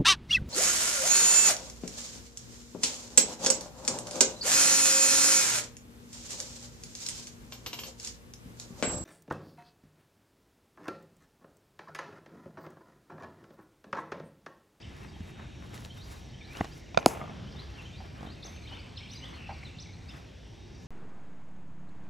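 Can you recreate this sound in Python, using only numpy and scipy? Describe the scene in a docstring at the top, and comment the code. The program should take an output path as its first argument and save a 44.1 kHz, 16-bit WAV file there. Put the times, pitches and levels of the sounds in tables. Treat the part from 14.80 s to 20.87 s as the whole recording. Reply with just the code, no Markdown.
"""Outdoor practice net among trees

Feet scuff the dirt, the front foot lands, the ball knocks on the pitch, the bat cracks it away and it rattles
along the netting: blows are decaying modes plus a splinter of noise, scuffs are shaped grit. Poles and a wall
send slaps back; foliage scatters a grainy tail. Birds (gliding sines) chirp over distant traffic and leaves
(banded noise), far knocks from other nets, insects and thin whines that swell and fade."""
import sys
import numpy as np
from scipy import signal
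from scipy.fft import rfft, irfft, next_fast_len
from scipy.io import wavfile
from scipy.ndimage import uniform_filter1d

SR = 44100
rng = np.random.default_rng(int(sys.argv[2]) if len(sys.argv) > 2 else 0)


def bounce(signal):
    """Save signal as a 16-bit WAV file at the path given by the first command-line argument."""
    frames = np.transpose(np.atleast_2d(signal))
    limited = np.clip(frames, -1, 1)
    pcm = np.round(limited * 32767).astype(np.int16)
    wavfile.write(sys.argv[1], SR, pcm)


N = 267687

# Distant traffic and leaves: (frequency [Hz], relative density [dB per Hz])
AIR_SPECTRUM = [(25, -23), (40, -3), (62, 2.5), (120, -4.5), (300, -15), (500, -21.5), (800, -25),
                (1300, -35), (2000, -30.5), (2700, -29.5), (6000, -39), (7000, -44), (9000, -66),
                (11000, -46.5), (13000, -58), (16000, -68)]
# Left-right correlation of the air: (frequency [Hz], likeness [0-1])
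AIR_LIKENESS = [(60, 0.97), (130, .95), (300, 0.67), (600, 0), (1500, 0.96)]
# Slow swell of the air, used relative to its mean: (time [s], level [dB])
AIR_SWELL = [(0, -54.5), (1.9, -54), (2.18, -53), (2.4, -51), (3.0, -53), (4.0, -53.5), (4.55, -52.5),
             (5.0, -53.5), (5.71, -55.5), (6.07, -53)]
AIR_DB = -43

# Whine families swelling and fading: (time [s], low family level [dB], high family level [dB])
WHINE_SWELLS = [(0, -76, -84), (.3, -72, -83), (.55, -69, -81), (.9, -71, -84), (1.15, -75, -87),
                (1.4, -71, -80), (1.7, -72, -84), (1.93, -77, -85), (2.1, -71, -85), (2.3, -84, -89),
                (3.2, -82, -83), (3.8, -73, -80), (4.1, -84, -81), (5.1, -84, -82), (5.3, -76, -82),
                (5.65, -82, -85), (5.78, -70, -85), (5.92, -70, -85), (6.07, -78, -85)]
# Members of each family: (frequency [Hz], level over the family [dB])
LOW_WHINES = [(3735, 2)]
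HIGH_WHINES = [(8012, .5), (8055, -.5), (9835, -8.5), (12750, -11)]

HUM_HZ, HUM_DB = 1723, -76
INSECT_HZ, INSECT_WIDTH_HZ, INSECT_DB, INSECT_THROB_DB = 5680, 510, -71, 1.5

# Faint chatter deeper in the trees: (start [s], end [s], rate [chirps/s], mean level [dB])
CHATTER = [(0, 2.1, 20, -69), (2.6, 3.8, 30, -67), (3.8, 5.1, 80, -65), (5.1, 6.0, 15, -70)]
# Sliding whistles: (time [s], length [s], first [Hz], middle [Hz], last [Hz], level [dB])
CHIRPS = [(.01, 0.018, 4430, 5030, 5540, -61), (0.02, 0.016, 2450, 2930, 3800, -59),
          (0.028, 0.036, 3800, 3020, 2380, -59.5), (0.323, 0.05, 3330, 3190, 2950, -65),
          (1.438, 0.031, 6200, 5800, 5000, -71), (1.593, 0.042, 2630, 2350, 1900, -59),
          (1.685, 0.13, 2257, 2737, 3730, -55.5), (1.916, 0.022, 4500, 4830, 5230, -59),
          (2.979, 0.033, 2830, 2676, 2360, -53.5), (3.063, 0.015, 2570, 2490, 2310, -60),
          (3.377, 0.047, 2610, 3180, 3500, -62), (3.557, .05, 2875, 2540, 2580, -62),
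          (3.75, 0.031, 3300, 2900, 2250, -60.5), (3.853, 0.019, 2100, 2310, 2700, -56),
          (3.864, 0.032, 2490, 3180, 3150, -58), (3.891, 0.079, 2966, 3040, 4090, -52.5),
          (3.988, 0.021, 4270, 4740, 5100, -57.5), (4.008, .012, 4700, 4840, 4750, -61),
          (3.982, 0.043, 2660, 2540, 2400, -59.5), (4.056, 0.02, 2020, 2220, 2290, -61),
          (4.161, .022, 4230, 4130, 2600, -50.5), (4.181, 0.013, 2500, 3220, 2700, -53),
          (4.171, 0.023, 4780, 5260, 5640, -56), (4.22, 0.031, 2220, 3080, 3300, -54),
          (4.229, 0.011, 4300, 4270, 4150, -60), (4.192, .02, 3460, 3830, 4320, -60),
          (4.253, .014, 2600, 2370, 2320, -54), (4.271, 0.013, 2640, 2860, 2350, -52.5),
          (4.352, 0.019, 4560, 4910, 4910, -53.5), (4.413, 0.051, 2826, 3114, 3760, -51),
          (4.435, 0.014, 2100, 2000, 1900, -53), (4.83, 0.012, 1900, 2300, 2600, -53.5),
          (4.318, .03, 3630, 3790, 3950, -56), (4.37, 0.015, 4400, 3960, 4420, -55),
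          (2.968, 0.44, 2435, 2400, 2390, -70), (0.273, .035, 5050, 4800, 4500, -70),
          (1.775, 0.042, 4980, 5350, 5550, -66), (4.202, 0.0202, 2730, 2200, 2600, -55.5),
          (4.848, .03, 4180, 3900, 3500, -56), (4.889, 0.015, 2900, 2610, 2280, -53),
          (4.38, 0.027, 5700, 6370, 5900, -57), (4.941, 0.02, 2590, 2700, 2940, -61.5),
          (5.286, 0.029, 2430, 2840, 3270, -57.5), (5.287, 0.038, 3750, 3600, 3000, -56.5),
          (5.276, 0.03, 4280, 4950, 5420, -59.5)]
# Hoarse falling call: (time [s], length [s], first [Hz], middle [Hz], last [Hz], level [dB])
HOARSE_CALLS = [(4.555, .17, 2890, 2650, 2485, -55), (4.73, .06, 2510, 2350, 2190, -60.5)]
# Glide of a short pip: (first [Hz], middle [Hz], last [Hz])
PIP_GLIDE_HZ = (2900, 3120, 3280)
# Pips: (time [s], level [dB])
PIPS = [(1.095, -55.5), (1.534, -61), (2.672, -58), (3.049, -56), (3.47, -61)]
PIP_S = 0.0241
# Rising whistle, often after a pip: (time after its start [s], frequency [Hz], relative level [dB])
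RISE_SHAPE = [(0, 3640, -4), (.03, 3820, -1), (.045, 4250, 0), (.056, 4750, -5), (.064, 4900, -6),
              (.09, 4830, -11)]
# Rising whistles: (time [s], level [dB], pitch factor)
RISE_CALLS = [(1.177, -57.5, 0.99), (1.610, -58.5, 0.97), (2.755, -56.5, 0.97), (3.127, -58, .97),
              (3.462, -58, .99)]
# One bird's arched call: (time after its start [s], frequency [Hz], relative level [dB])
ARCH_SHAPE = [(0, 4500, 0), (.007, 3350, 2), (.016, 5200, -4), (0.025, 6000, -1), (.033, 6300, -1),
              (0.040, 5800, -2), (.048, 4200, -3), (0.057, 3000, -6)]
# Arched calls: (time [s], level [dB], pitch factor)
ARCH_CALLS = [(3.626, -49, 1.015), (4.296, -51.5, .99), (4.985, -53, .99)]
FADE_POWER, SHAPED_FADE_POWER, FLUTTER_DB = .35, .12, 2.
CLEAR_RASP, HOARSE_RASP = .08, .7
GROVE_T60_S, GROVE_DB = 0.8, -1.5
TWIGS_T60_S, TWIGS_DB = 0.084, -6  # quick scatter off near branches

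# Modes of the far bats: (frequency [Hz], level [dB], t60 [s])
FAR_BAT_MODES = [(622, 9.5, 0.064), (790, 17.5, 0.061), (872, 10, 0.095), (1013, 0.5, 0.16),
                 (1430, -5, .03)]
# Knocks from other nets: (time [s], ring peak [dB], left minus right [dB])
FAR_KNOCKS = [(.363, -47.5, 5), (2.748, -48, 6), (3.203, -40.5, -.6), (3.918, -46, -1.5), (4.691, -32, -1),
              (4.708, -40, 3), (4.719, -40, 2), (4.742, -49, 1)]
FAR_CONTACT_MS, FAR_CRACK_DB = 0.54, -9.5

# Shoes and clothes rubbing: (time of maximum [s], swell [s], fade [s], grit gain [dB], body over grit gain [dB])
SCUFFS = [(.22, 0.21, 0.11, -70, 17.5), (.5, 0.13, 0.031, -68.5, 11.5), (.6, 0.066, 0.13, -75.5, 24.5),
          (.84, 0.061, 0.21, -73, 17.5), (0.944, 0.022, 0.11, -59, 10), (1.055, 0.014, 0.033, -65, 8),
          (1.18, 0.029, 0.016, -64.5, 11), (1.32, 0.12, .12, -61.5, 11), (1.778, 0.091, 0.11, -62, 16),
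          (1.85, 0.072, 0.35, -75.5, 12.5), (1.98, 0.039, 0.019, -69.5, 10), (2.8, 0.14, 0.31, -76.5, 22),
          (3.02, 0.12, 0.11, -77.5, 21.5), (3.26, 0.069, 0.026, -81.5, 27), (3.45, 0.17, 0.099, -73, 24),
          (3.66, 0.045, 0.26, -70.5, 16.5), (3.93, 0.055, 0.17, -79.5, 26.5), (4.34, 0.058, 0.12, -70, 6),
          (4.455, 0.028, 0.23, -79.5, 28.5), (4.55, 0.038, 0.13, -79, 18), (4.87, 0.25, 0.095, -80.5, 22.5),
          (5.36, 0.14, 0.12, -72.5, 20), (6.04, .1, .06, -79, 15)]
SCUFF_DEPTH_DB = 15  # drop over one swell or fade time

# Modes of trodden dirt: (frequency [Hz], level [dB], t60 [s])
DIRT_MODES = [(105, -11, .07), (200, -6, .04), (290, -4, .025), (420, -3, .016), (720, 5, .009),
              (1040, -7, .016), (1350, -12, .012), (1945, -4, .011), (2620, -11, .008)]
# Bowler's feet: (time [s], ring peak [dB], contact [ms], crack over ring [dB])
FOOTFALLS = [(0.405, -27.5, 3.1, -21), (0.598, -34.5, 0.32, -28), (.936, -35, 2, -13), (.977, -46, 0.3, 9),
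             (1.049, -39.5, .3, 8.5), (1.77, -38, 0.7, 3), (1.8051, -29, 0.42, -8),
             (1.8091, -12, 0.23, -26), (1.843, -30.5, 0.18, -9), (1.8457, -31, 0.14, -4.5),
             (1.852, -34.5, 0.16, -3), (3.408, -33.5, 0.63, -12), (3.429, -28.5, 0.74, -15),
             (3.451, -33, 0.58, -19), (3.471, -31.5, 0.62, -29), (3.502, -39, 0.72, -17),
             (3.650, -35, .6, -13), (3.668, -44, 0.35, -6), (3.678, -38, 0.43, -16), (4.441, -42, 0.24, -4),
             (4.557, -53, .2, 7), (4.835, -40.5, 0.22, -7), (5.345, -40, 0.68, -15)]
# Steps nearly straight ahead: (left minus right [dB], left lag [ms])
STRAIGHT = (0, .09)

# Modes of the side net and its poles: (frequency [Hz], level [dB], t60 [s])
NETTING_MODES = [(432, -6, 0.022), (677, -3, 0.047), (1225, 2, 0.021), (2170, -5, 0.015)]
# Struck ball on the net:
# (time [s], ring peak [dB], contact [ms], crack over ring [dB], left minus right [dB], left lag [ms])
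NET_HITS = [(2.298, -47, .3, -16, 0, 0.31), (2.315, -47, 0.27, -12, 0, 0.27),
            (2.333, -34, .25, -12, 0, 0.29), (2.349, -35, 0.23, -12, 0, 0.16),
            (2.372, -36, .3, -10, 0, 0.26), (2.407, -35, 0.26, -17, 0, 0.14),
            (2.4135, -27, 0.27, -23, -.5, 0.075), (2.424, -36, 0.34, -18, 0, .2),
            (2.439, -34, 0.47, -15, 0, 0.17), (2.477, -40, .25, -12, 0, 0.18),
            (2.495, -34, .2, -11, 0, 0.33)]

# Slaps of ball and bat: (delay [s], level [dB], low edge [Hz], high edge [Hz], smear, a third of t60 [ms])
ECHOES = [(.0212, -18, 3800, 13000, .4), (.026, -18, 6000, 12500, 1.)]
# Scattered tail of the knock: (low edge [Hz], high edge [Hz], relative level [dB], t60 [s])
KNOCK_TAIL = [(152, 680, 13.5, 0.7), (450, 970, 12.5, 1.14), (980, 1740, 3, 3), (1995, 2830, 3.5, 0.7)]
# Scattered tail of the crack: (low edge [Hz], high edge [Hz], relative level [dB], t60 [s])
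CRACK_TAIL = [(2610, 3300, -16, 0.502), (5000, 12400, 2.5, 0.34)]
KNOCK_GRAIN_DB, CRACK_GRAIN_DB = 2.5, 1
TAIL_CROSSFEED = 0.24  # gain of the opposite side

# Modes of the pitch: (frequency [Hz], level [dB], t60 [s])
PITCH_MODES = [(180, -11, .05), (310, -14, .025), (590, -1, .022), (680, 1, .028), (960, -6, .03),
               (1400, -4.5, .022), (2425, -.5, .018), (3700, 4.5, .007), (4620, -1, .009), (5350, -2, .007),
               (6250, -2, .01)]
# Ball on the pitch, with a small tick before it, a quick slap after and a last faint tick:
# (time [s], ring peak [dB], contact [ms], crack over ring [dB], left minus right [dB], left lag [ms])
PITCH_KNOCKS = [(2.1445, -26.5, .2, -18.5, 0, 0.95), (2.1734, -5.5, .12, -19, -7.5, .6),
                (2.187, -23, .2, -16, -7, 0.76), (2.2269, -30, 0.24, -17, 1, 0.93)]
# Modes of the willow bat: (frequency [Hz], level [dB], t60 [s])
WILLOW_MODES = [(160, -17, .045), (232, -13, .08), (325, -5, .026), (492, -2, .012), (721, 0, .018),
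                (1000, -10, .022), (1339, -10, .015), (2232, -12, .011)]
# Bat on ball:
# (time [s], ring peak [dB], contact [ms], crack over ring [dB], left minus right [dB], left lag [ms])
BAT_HITS = [(2.2602, -2, .3, -3, .2, .025)]

MONO_HZ, LEAD_HZ, LEAD_S, TOP_HZ = 1900, 7300, .00026, 15900


def undb(db):
    """Amplitude factor of a level in dB."""
    return 10 ** (np.asarray(db) / 20)


def level(x, db):
    """Scale x to an RMS level in dB."""
    return x * undb(db) / np.sqrt(np.mean(x ** 2))


def band(x, lo_hz, hi_hz):
    """Butterworth band-pass."""
    sos = signal.butter(2, [lo_hz, min(hi_hz, .45 * SR)], "band", fs=SR, output="sos")
    return signal.sosfilt(sos, x)


def noise(size=N):
    """White Gaussian noise."""
    return rng.standard_normal(size)


def walk(rate_hz, size=N):
    """Random levels held 1 / rate_hz s and slewed twice; spread near 1."""
    hold = int(SR / rate_hz)
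    steps = np.repeat(noise(size // hold + 1), hold)
    return 1.83 * uniform_filter1d(uniform_filter1d(steps, hold), hold)[:size]


def add(out, x, s):
    """Mix x into out from time s."""
    i = int(s * SR)
    x = x[..., :N - i]
    out[..., i:i + x.shape[-1]] += x


def decay(t60_s, size):
    """A dying burst of noise with energy 1."""
    burst = noise(size) * 1000. ** (-np.arange(size) / SR / t60_s)
    return burst / np.sqrt(np.sum(burst ** 2))


def blows(table, modes, build_ms, choke_ms, low_hz, crack_hz, crack_t60_s, scatter=0., swing=1):
    """A half-sine push rings modes that build, then are stifled; a splinter of noise marks first contact."""
    out, t = np.zeros((2, N)), np.arange(SR // 8) / SR
    hz, db, t60_s = np.transpose(modes)[:, :, None]
    sides = swing ** np.arange(len(modes))[:, None]  # swing -1: neighbouring modes start in opposite directions
    for s, peak_db, contact_ms, crack_db, pan_db, lag_ms in table:
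        # scatter: dB in mode level, percent in mode frequency
        level_chance, pitch_chance = rng.standard_normal((2, len(modes), 1))
        mode_hz = hz * (1 + scatter / 100 * pitch_chance)
        gain = sides * undb(db + scatter * level_chance)
        ring = np.sum(gain * np.sin(2 * np.pi * mode_hz * t) * 1000. ** (-t / t60_s), axis=0)
        ring = ring * (1 - np.exp(-1000 * t / build_ms)) ** 2
        ring = ring * np.exp(-(1000 * t / choke_ms) ** 3)
        push = np.sin(np.linspace(0, np.pi, int(contact_ms * SR / 1000) + 3))
        ring = -np.convolve(ring, push)[:len(t)]
        crack = band(band(decay(crack_t60_s, len(t)), low_hz, crack_hz), low_hz / 2, crack_hz)
        blow = ring / abs(ring).max() + undb(crack_db) * crack / abs(crack).max()
        add(out[0], blow * undb(peak_db + pan_db / 2), s + lag_ms / 1000)
        add(out[1], blow * undb(peak_db - pan_db / 2), s)
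    return out


def air():
    """Third-octave noise bands swell together and flicker alone; the middle range is unlike left and right."""
    def read(table, hz):
        table_hz, values = np.transpose(table)
        return np.interp(np.log(hz), np.log(table_hz), values)

    out = 0
    for hz in 25 * 2 ** np.arange(0, 9.4, 1 / 3):
        like = np.clip(read(AIR_LIKENESS, hz), 0, 1)
        mid, side = (band(noise(), hz * 2 ** (-1 / 6), hz * 2 ** (1 / 6)) for _ in range(2))
        pair = np.sqrt(1 + like) * mid + np.sqrt(1 - like) * side * np.array([[1], [-1]])
        out = out + undb(read(AIR_SPECTRUM, hz) + 1.39 * walk(6)) * pair
    s, db = np.transpose(AIR_SWELL)
    return level(out, AIR_DB) * undb(np.interp(np.arange(N) / SR, s, db - db.mean()))


def whines():
    """Thin sines swell and fade by family, waver in phase and flutter in level."""
    out, t = np.zeros(N), np.arange(N) / SR
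    s, *families = np.transpose(WHINE_SWELLS)
    for family_db, members in zip(families, (LOW_WHINES, HIGH_WHINES)):
        for hz, db in members:
            flutter_db = 0.87 * walk(11) + 1.6 * walk(25)
            tone = np.sin(2 * np.pi * hz * t + 0.5 * walk(30))
            out += np.sqrt(2) * undb(db + np.interp(t, s, family_db) + flutter_db) * tone
    return out


def insects():
    """A narrow throbbing band of hiss in the grass and a faint unsteady hum."""
    hiss = band(noise(), INSECT_HZ - INSECT_WIDTH_HZ / 2, INSECT_HZ + INSECT_WIDTH_HZ / 2)
    hiss = hiss * undb(INSECT_THROB_DB * walk(40) + 1.12 * walk(2.24))
    hum = np.sin(2 * np.pi * HUM_HZ * np.arange(N) / SR + 0.76 * walk(15)) * undb(3.1 * walk(5))
    return level(hiss, INSECT_DB) + level(hum, HUM_DB)


def chatter():
    """Rows like those of CHIRPS, scattered by chance."""
    rows = []
    for start, end, rate, db in CHATTER:
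        for when, pitch, size, first, last, loud in rng.random((int((end - start) * rate), 6)):
            hz = 2100 * 2.2 ** pitch
            rows.append((start + when * (end - start), 0.0102 + 0.0201 * size, hz * (.8 + .5 * first), hz,
                         hz * (0.783 + 0.465 * last), db + 9 * (loud - .5)))
    return rows


def whistle(hz, db, power=FADE_POWER, rasp=CLEAR_RASP):
    """A slightly unsteady sine starts and stops quickly and flutters in level."""
    fade = np.sin(np.linspace(0, np.pi, len(hz))) ** power
    fade = fade * undb(FLUTTER_DB * walk(153, size=len(hz)))
    hz = hz * (1 + rasp * uniform_filter1d(noise(len(hz)), size=120))
    return np.sqrt(2) * undb(db) * fade * np.sin(2 * np.pi * np.cumsum(hz) / SR)


def birds():
    """Parabolic glides and two shaped calls ring on among the trees as decaying noise reverberation."""
    out = np.zeros(N)
    pips = [(s, PIP_S, *PIP_GLIDE_HZ, db) for s, db in PIPS]
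    for table, rasp in ((pips + CHIRPS + chatter(), CLEAR_RASP), (HOARSE_CALLS, HOARSE_RASP)):
        for s, length_s, first_hz, middle_hz, last_hz, db in table:
            u = np.linspace(-1, 1, int(length_s * SR))
            bend_hz = (first_hz + last_hz) / 2 - middle_hz
            glide_hz = middle_hz + u * (last_hz - first_hz) / 2 + u * u * bend_hz
            add(out, whistle(glide_hz, db, rasp=rasp), s)
    for shape, calls in ((ARCH_SHAPE, ARCH_CALLS), (RISE_SHAPE, RISE_CALLS)):
        s, *curves = np.transpose(shape)
        t = np.arange(0, s[-1], 1 / SR)
        hz, shape_db = (uniform_filter1d(np.interp(t, s, curve), size=90) for curve in curves)
        for start, db, pitch in calls:
            add(out, whistle(pitch * hz, db + shape_db, SHAPED_FADE_POWER), start)
    trees = undb(GROVE_DB) * decay(GROVE_T60_S, SR) + undb(TWIGS_DB) * decay(TWIGS_T60_S, SR)
    return out + signal.fftconvolve(out, trees)[:N]


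def far_knocks():
    """Long-ringing knocks with a dull crack come from other nets."""
    rows = [(s, db, FAR_CONTACT_MS, FAR_CRACK_DB, pan_db, 0) for s, db, pan_db in FAR_KNOCKS]
    return blows(rows, FAR_BAT_MODES, build_ms=0.9, choke_ms=90.0, low_hz=690, crack_hz=2480,
                 crack_t60_s=0.11, scatter=1.5)


def scuffs():
    """Dense uneven grit under the soles, with a duller rub that differs left and right."""
    def grains():
        return noise() * undb(3.0 * rng.exponential(size=N) + 1.2 * walk(90))

    grit = level(band(grains(), 2000, 11800), 6.4)
    body = np.array([level(band(band(grains(), 286, 2030), 200, 2900), 0) for _ in range(2)])
    s, swell_s, fade_s, grit_db, body_db = np.transpose(SCUFFS)[:, :, None]
    t = np.arange(0, N / SR, .001)
    away = np.where(t < s, (s - t) / swell_s, (t - s) / fade_s)
    shape = undb(grit_db - SCUFF_DEPTH_DB * away)

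    def fine(curves):
        return np.interp(np.arange(N) / SR, t, curves.sum(axis=0))

    return fine(shape) * grit + fine(shape * undb(body_db)) * body


def footfalls():
    """Feet ring the short low modes of the dirt."""
    rows = [(*row, *STRAIGHT) for row in FOOTFALLS]
    return blows(rows, DIRT_MODES, build_ms=0.48, choke_ms=16.0, low_hz=600, crack_hz=7100,
                 crack_t60_s=0.016, scatter=1.)


def net_rattle():
    """The struck ball rattles along the side net and its poles."""
    return blows(NET_HITS, NETTING_MODES, build_ms=0.44, choke_ms=17.0, low_hz=900, crack_hz=3000,
                 crack_t60_s=0.044, scatter=2.0)


def surroundings(dry):
    """Poles and a wall send smeared slaps back; foliage scatters a grainy tail, differently to each side."""
    out = np.zeros((2, N))
    for delay_s, db, lo_hz, hi_hz, smear_ms in ECHOES:
        slap = signal.fftconvolve(dry, decay(3 * smear_ms / 1000, 2048))[:N]
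        add(out, undb(db) * band(band(slap, lo_hz, hi_hz), lo_hz, hi_hz), delay_s)
    size = SR // 2
    for s, peak_db, _, crack_db, _, _ in BAT_HITS + PITCH_KNOCKS:
        for table, share_db, wait_s, grain_db in ((KNOCK_TAIL, 0, .006, KNOCK_GRAIN_DB),
                                                  (CRACK_TAIL, crack_db, .004, CRACK_GRAIN_DB)):
            for lo_hz, hi_hz, db, t60_s in table:
                tail = np.array([decay(t60_s, size) * undb(grain_db * walk(157.4, size)) for _ in range(2)])
                tail = tail + TAIL_CROSSFEED * tail[::-1]
                add(out, undb(peak_db + share_db - 3 + db) * band(tail, lo_hz, hi_hz), s + wait_s)
    return out


def pitch_knocks():
    """The ball rings the modes of the pitch, soon stifled by the soil; ticks and a slap share those modes."""
    return blows(PITCH_KNOCKS, PITCH_MODES, build_ms=0.48, choke_ms=12.0, low_hz=2900, crack_hz=7440,
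                 crack_t60_s=0.026)


def bat_on_ball():
    """The bat's modes start in alternating directions under a bright crack; hands soon stifle them."""
    return blows(BAT_HITS, WILLOW_MODES, build_ms=.22, choke_ms=15., low_hz=3600, crack_hz=12500,
                 crack_t60_s=.0042, swing=-1)


def scene():
    """Sum of background, bowler, net, ball and bat."""
    background = air() + whines() + insects() + birds() + far_knocks()
    struck = pitch_knocks() + bat_on_ball()
    return background + scuffs() + footfalls() + net_rattle() + surroundings(struck[0]) + struck


def record(dry):
    """Two capsules are stereo in the low range; above, the left mostly feeds both, top treble early on the right."""
    size = next_fast_len(N + 4096)
    hz = np.arange(size // 2 + 1) * SR / size
    left, right = rfft(dry, size) * hz ** 2 / (hz ** 2 + 45 ** 2)  # small capsules lose the deep bass
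    own = .1 + .9 / (1 + (hz / MONO_HZ) ** 12)
    lead = np.exp(2j * np.pi * LEAD_S * np.maximum(hz - LEAD_HZ, 0))
    mixed_right = (own * right + (1 - own) * left) * lead
    wet = irfft(np.array([left, mixed_right]), size)[:, :N]
    return signal.sosfilt(signal.ellip(10, .2, 80, TOP_HZ, fs=SR, output="sos"), wet)


dry = scene()
out = record(dry)
bounce(out)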